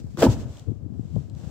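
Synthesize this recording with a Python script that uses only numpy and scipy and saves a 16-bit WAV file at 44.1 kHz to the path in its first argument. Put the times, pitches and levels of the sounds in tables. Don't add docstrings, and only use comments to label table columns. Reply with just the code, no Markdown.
import sys
import numpy as np
from scipy import signal
from scipy.fft import rfft, irfft
from scipy.io import wavfile

SR = 44100
rng = np.random.default_rng(int(sys.argv[2]) if len(sys.argv) > 2 else 0)


def generate_wav(sig):
    pcm = np.round(np.clip(np.atleast_2d(sig).T, -1, 1) * 32767).astype(np.int16)
    wavfile.write(sys.argv[1], SR, pcm)


N = 66150
T = np.arange(N) / SR


def amp(db):
    return 10 ** (np.asarray(db) / 20)


def unit(x):
    return x / np.sqrt(np.mean(x ** 2) + 1e-20)


def level(points):
    time_s, level_db = np.transpose(points)
    return amp(np.interp(T, time_s, level_db))


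def read(points, hz):
    freq_hz, value = np.transpose(points)
    return np.interp(np.log(hz + 1), np.log(freq_hz + 1), value)


def add(mix, start_s, sound):
    part = mix[..., round(start_s * SR):][..., :sound.shape[-1]]
    part += sound[..., :part.shape[-1]]


def convolve(x, response):
    return signal.fftconvolve(np.atleast_2d(x), np.atleast_2d(response), axes=1)[:, :N]


def colour(x, points, size=8192):
    hz = abs(np.fft.fftfreq(size, 1 / SR))
    log_gain = np.log(amp(read(points, hz)))
    spectrum = np.exp(np.conj(signal.hilbert(log_gain)))
    response = np.fft.ifft(spectrum).real[:size // 2]
    return convolve(x, response / np.linalg.norm(response))


def grains(per_s, spread_db, apart):
    size = amp(spread_db * np.minimum(rng.exponential(1, (3, N)), 4))
    sign = rng.choice([-1., 1.], (3, N))
    struck = rng.random((3, N)) < per_s / SR
    clicks = size * sign * struck
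    return np.sqrt(1 - apart) * clicks[0] + np.sqrt(apart) * clicks[1:]


def blows(rows):
    out, t = np.zeros(N), T[:SR // 8]
    for peak_s, level_db, pitch_hz, swell_s in rows:
        rise_s = 2 * swell_s
        u = t / swell_s
        swell = (u / 2) ** 2 * np.exp(2 - u)
        swing = np.cos(2 * np.pi * pitch_hz * (t - rise_s))
        add(out, peak_s - rise_s, amp(level_db) * swell * swing)
    return out


def bursts(rows, decay_s):
    out, t = np.zeros((2, N)), T[:SR // 32]
    for start_s, level_db in rows:
        noise = rng.standard_normal((3, len(t)))
        spray = (noise[0] + 1.4 * noise[1:]) * np.exp(-t / decay_s)
        add(out, start_s, amp(level_db) * spray / np.linalg.norm(spray[0]))
    return out


# freq_hz, t60_s
ROOM_FADE = [(100, 0.66), (400, 0.36), (1000, 0.3), (4000, 0.15), (15000, 0.18)]


def room(x):
    noise = rng.standard_normal((3, SR)) * (T[:SR] > .005)
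    hz, t, z = signal.stft(noise, SR, nperseg=256)
    apart = (hz / (hz + 1200))[:, None]
    fade = amp(-60 * t / read(ROOM_FADE, hz)[:, None])
    z = (np.sqrt(1 - apart) * z[0] + np.sqrt(apart) * z[1:]) * fade
    tail = signal.istft(z, SR, nperseg=256)[1]
    return convolve(x, tail / np.linalg.norm(tail[0]))


# freq_hz, relative_db
AIR_SPECTRUM = [(30, 42), (200, -9), (600, 2), (1000, 2), (2000, -3), (4000, -37), (8000, -33), (9000, -49),
                (15500, -45)]


def air():
    noise = rng.standard_normal((3, N))
    return amp(-59.5) * unit(colour(noise[0] + 1.8 * noise[1:], AIR_SPECTRUM))


# time_s, level_db
NEAR_GRIP_LEVEL = [(0, -33), (0.12, -36.5), (0.2, -34.5), (0.33, -32), (0.42, -33), (0.5, -37),
                   (0.54, -42.5), (0.645, -42), (0.69, -24.5), (0.76, -35.5), (0.88, -34.5), (0.94, -30.5),
                   (1.1, -37), (1.18, -24.5), (1.25, -38), (1.32, -33), (1.5, -36.5)]
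# freq_hz, relative_db
NEAR_GRIP_SPECTRUM = [(20, -41), (40, -33.5), (62, 1), (110, 3), (170, -7), (280, -13.5), (450, -22.5),
                      (650, -33), (1000, -41), (3000, -87)]
# time_s, level_db
FAR_GRIP_LEVEL = [(0.07, -39), (0.14, -47.5), (0.35, -26.5), (0.5, -42), (0.68, -49.5), (0.9, -43),
                  (1.3, -42.5), (1.5, -47.5)]
# freq_hz, relative_db
FAR_GRIP_SPECTRUM = [(20, -34), (40, -8.5), (65, -5.5), (120, -3), (190, -15.5), (300, -31.5), (600, -28.5),
                     (2000, -67)]
# peak_s, level_db, pitch_hz, swell_s
FINGER_BUMPS = [(0.0455, -19, 149, 0.0015), (0.149, -24, 178, 0.0021), (0.4605, -21, 113, 0.0044),
                (0.674, -27.5, 284, 0.0017), (0.687, -33, 453, 0.0023), (0.696, -25.5, 316, 0.0012),
                (0.705, -17, 120, 0.0041), (0.7195, -20, 274, 0.0018), (0.832, -25, 113, .004),
                (0.855, -25.5, 101, 0.0047), (0.864, -26, 278, 0.0016), (0.906, -25.5, 214, 0.0026),
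                (0.925, -29.5, 176, 0.0042), (0.953, -28, 220, 0.0019), (0.9962, -16.5, 211, 0.0012),
                (1.012, -20, 121, 0.0027), (1.057, -24, 147, 0.0022), (1.146, -20.5, 150, 0.0066),
                (1.161, -16, 183, 0.0025), (1.1648, -20, 480, 0.0007), (1.171, -14.5, 106, 0.0027),
                (1.196, -23.5, 143, 0.0045), (1.2175, -29.5, 162, 0.0049), (1.366, -28.5, 160, 0.0034),
                (1.443, -26.5, 160, 0.0033), (1.475, -19.5, 132, .002)]


def hand():
    near = unit(colour(grains(900, 1.5, 0), NEAR_GRIP_SPECTRUM))[0] * level(NEAR_GRIP_LEVEL)
    far = unit(colour(grains(460, 4.7, 0), FAR_GRIP_SPECTRUM))[0] * level(FAR_GRIP_LEVEL)
    bumps = blows(FINGER_BUMPS) * amp([[0], [-39.5]])
    return np.array([near, far]) + bumps


# time_s, level_db
RUSTLE_LEVEL = [(0, -52), (0.04, -89), (0.11, -65.5), (0.162, -67), (0.2, -38.5), (0.276, -53.5),
                (0.3, -40.5), (0.33, -40), (0.365, -56), (0.41, -50), (0.46, -64), (0.51, -57),
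                (0.585, -56.5), (0.66, -67.5), (0.85, -79), (1.02, -68), (1.2, -62.5), (1.32, -72),
                (1.39, -59), (1.5, -58.5)]
# freq_hz, relative_db
RUSTLE_SPECTRUM = [(100, -23), (700, 6), (1600, -3.5), (2200, -3), (3100, -2), (4800, -2), (6200, -1.5),
                   (7800, -2), (8900, -14), (11000, -17.5), (14000, -15), (16000, -21)]
LEFT_DB = 1


def rustle():
    fine = grains(per_s=9000, spread_db=2, apart=0.99)
    rub = unit(colour(fine, RUSTLE_SPECTRUM)) * level(RUSTLE_LEVEL)
    return rub * amp([[LEFT_DB], [-LEFT_DB]])


# time_s, level_db
SCRAPE_LEVEL = [(0.168, -67), (0.175, -53), (0.195, -40), (0.205, -34.5), (0.213, -37.5), (0.227, -31.5),
                (0.242, -30.5), (0.256, -33), (0.276, -54), (0.3, -77.5)]
# freq_hz, relative_db
SCRAPE_SPECTRUM = [(100, -6), (900, 0.5), (1600, 0.5), (2200, -1), (3100, -6), (4800, 1.5), (6200, -1.5),
                   (7800, 0), (8900, -11), (11000, -13), (14000, -11), (16000, -16.5)]
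RIGHT_DELAY_S = .00007


def scrape():
    coarse = grains(per_s=5000, spread_db=3.5, apart=0.66)
    left, right = unit(colour(coarse, SCRAPE_SPECTRUM)) * level(SCRAPE_LEVEL)
    late_right = np.pad(right, (round(RIGHT_DELAY_S * SR), 0))[:N]
    return np.array([left, late_right])


# peak_s, level_db, pitch_hz, swell_s
SPRING_KNOCKS = [(0.1765, -31.5, 330, 0.0011), (0.191, -29, 333, 0.0099), (0.2237, -21, 705, 0.0023),
                 (0.2311, -5, 525, 0.00091), (0.241, -10, 274, 0.0034), (0.2505, -9, 428, 0.001),
                 (0.259, -16.5, 288, 0.0032), (0.2676, -6.5, 248.4, 0.0019), (0.2677, -15.5, 889, 0.0014),
                 (0.325, -40.5, 970, 0.0014)]
# time_s, level_db
CRUNCH_LEVEL = [(0.168, -76), (0.178, -37.5), (0.195, -33.5), (0.214, -29), (0.23, -15.5), (0.25, -21),
                (0.275, -36.5), (0.295, -65), (0.33, -52), (0.36, -44), (0.42, -48.5), (0.52, -56),
                (0.62, -57), (0.75, -67), (1.33, -64), (1.45, -51.5), (1.5, -56.5)]
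# freq_hz, relative_db
CRUNCH_SPECTRUM = [(40, -39), (120, -7.5), (260, 0.5), (650, 1.5), (850, -8.5), (1100, -9.5), (1700, -14.5),
                   (2000, -25.5), (3000, -20), (4200, -27.5), (6000, -45), (15000, -48.5)]
# start_s, relative_db
WIRE_SNAPS = [(0.1730, -17.5), (0.2252, -1.5), (0.2292, -6.5), (0.2335, -7.5), (0.2395, -7), (0.250, -11.5),
              (0.2658, -27)]
# freq_hz, relative_db
SNAP_SPECTRUM = [(100, -21.5), (500, -4), (1100, 11.5), (1650, 6.5), (2100, -2.5), (2900, 4), (5000, -6.5),
                 (8000, -13), (9000, -25.5), (15500, -17)]
# pitch_hz, relative_db, t60_s
FRAME_MODES = [(122.04, 2, .5), (219.5, -7, 0.6), (266.3, -3.5, .3), (303, 2.5, 0.12), (371.7, -4, 0.82),
               (466.1, -5.5, 0.37), (536, 0.5, 0.099), (671, 4, 0.17), (796, 2.5, .22), (938, 5, 0.067),
               (1081, -7, 0.21), (1194, -2.5, .12), (1736, -7, .12), (2794, 7, 0.11)]
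RING_DB, SPRING_ROOM_DB = -61, -13.5


def springs():
    knocks = blows(SPRING_KNOCKS)
    rough = grains(per_s=1300, spread_db=3.5, apart=0.22)
    crunch = unit(colour(rough, CRUNCH_SPECTRUM)) * level(CRUNCH_LEVEL)
    snaps = amp(1.5) * colour(bursts(WIRE_SNAPS, decay_s=0.0011), SNAP_SPECTRUM)
    direct = knocks + crunch + snaps
    modes = np.zeros(N)
    for pitch_hz, relative_db, t60_s in FRAME_MODES:
        modes += amp(relative_db - 60 * T / t60_s) * np.sin(2 * np.pi * pitch_hz * T)
    ring = amp(RING_DB) * convolve(direct, modes)
    return direct + ring + amp(SPRING_ROOM_DB) * room(direct)


# peak_s, level_db, pitch_hz, swell_s
PADDING_THUDS = [(0.2025, -26.5, 150, 0.0062), (0.224, -24.5, 106, 0.0027), (0.2865, -16.5, 69.5, 0.0085),
                 (0.2955, -9.5, 113.9, 0.0052), (0.505, -31, 94.4, .004)]


def thud():
    push = blows(PADDING_THUDS) * amp([[1.5], [-1.5]])
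    return push + amp(-21.5) * room(push)


# start_s, relative_db
LOAD_TICKS = [(0.5705, -26), (0.5955, -24), (0.705, -42), (0.750, -46.5), (1.156, -36), (1.2985, -30.5),
              (1.3505, -33.5), (1.446, -35)]
# freq_hz, relative_db
TICK_SPECTRUM = [(200, -49), (2300, -23.5), (3100, -2.5), (5000, -10.5), (7800, -5), (9500, -31),
                 (15500, -21)]


def ticks():
    sharp = amp(-3.5) * colour(bursts(LOAD_TICKS, decay_s=.0018), TICK_SPECTRUM)
    return sharp * amp([[LEFT_DB], [-LEFT_DB]])


def cloth():
    direct = scrape() + rustle() + ticks()
    return direct + amp(-10.5) * room(direct)


def scene():
    return springs() + thud() + cloth() + hand() + air()


# freq_hz, left_minus_right_db
MICROPHONE_BALANCE = [(400, 1.5), (1100, -2), (2000, 2.5), (3300, 3), (5500, -2), (8000, 2), (11000, -7.5),
                      (15000, -0.5)]
LOW_CUT_HZ, HIGH_CUT_HZ = 49.2, 15800


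def record(dry):
    hz = np.fft.rfftfreq(2 * N, 1 / SR)
    balance = amp(read(MICROPHONE_BALANCE, hz) * np.array([[.5], [-.5]]))
    low_cut = 1 / np.sqrt(1 + (LOW_CUT_HZ / (hz + 1)) ** 12)
    thinned = irfft(rfft(dry, 2 * N) * balance * low_cut)[:, :N]
    high_cut = signal.firwin(511, HIGH_CUT_HZ, window=("kaiser", 9), fs=SR)
    return signal.oaconvolve(thinned, high_cut[None], "same")


dry = scene()
out = record(dry)
generate_wav(out)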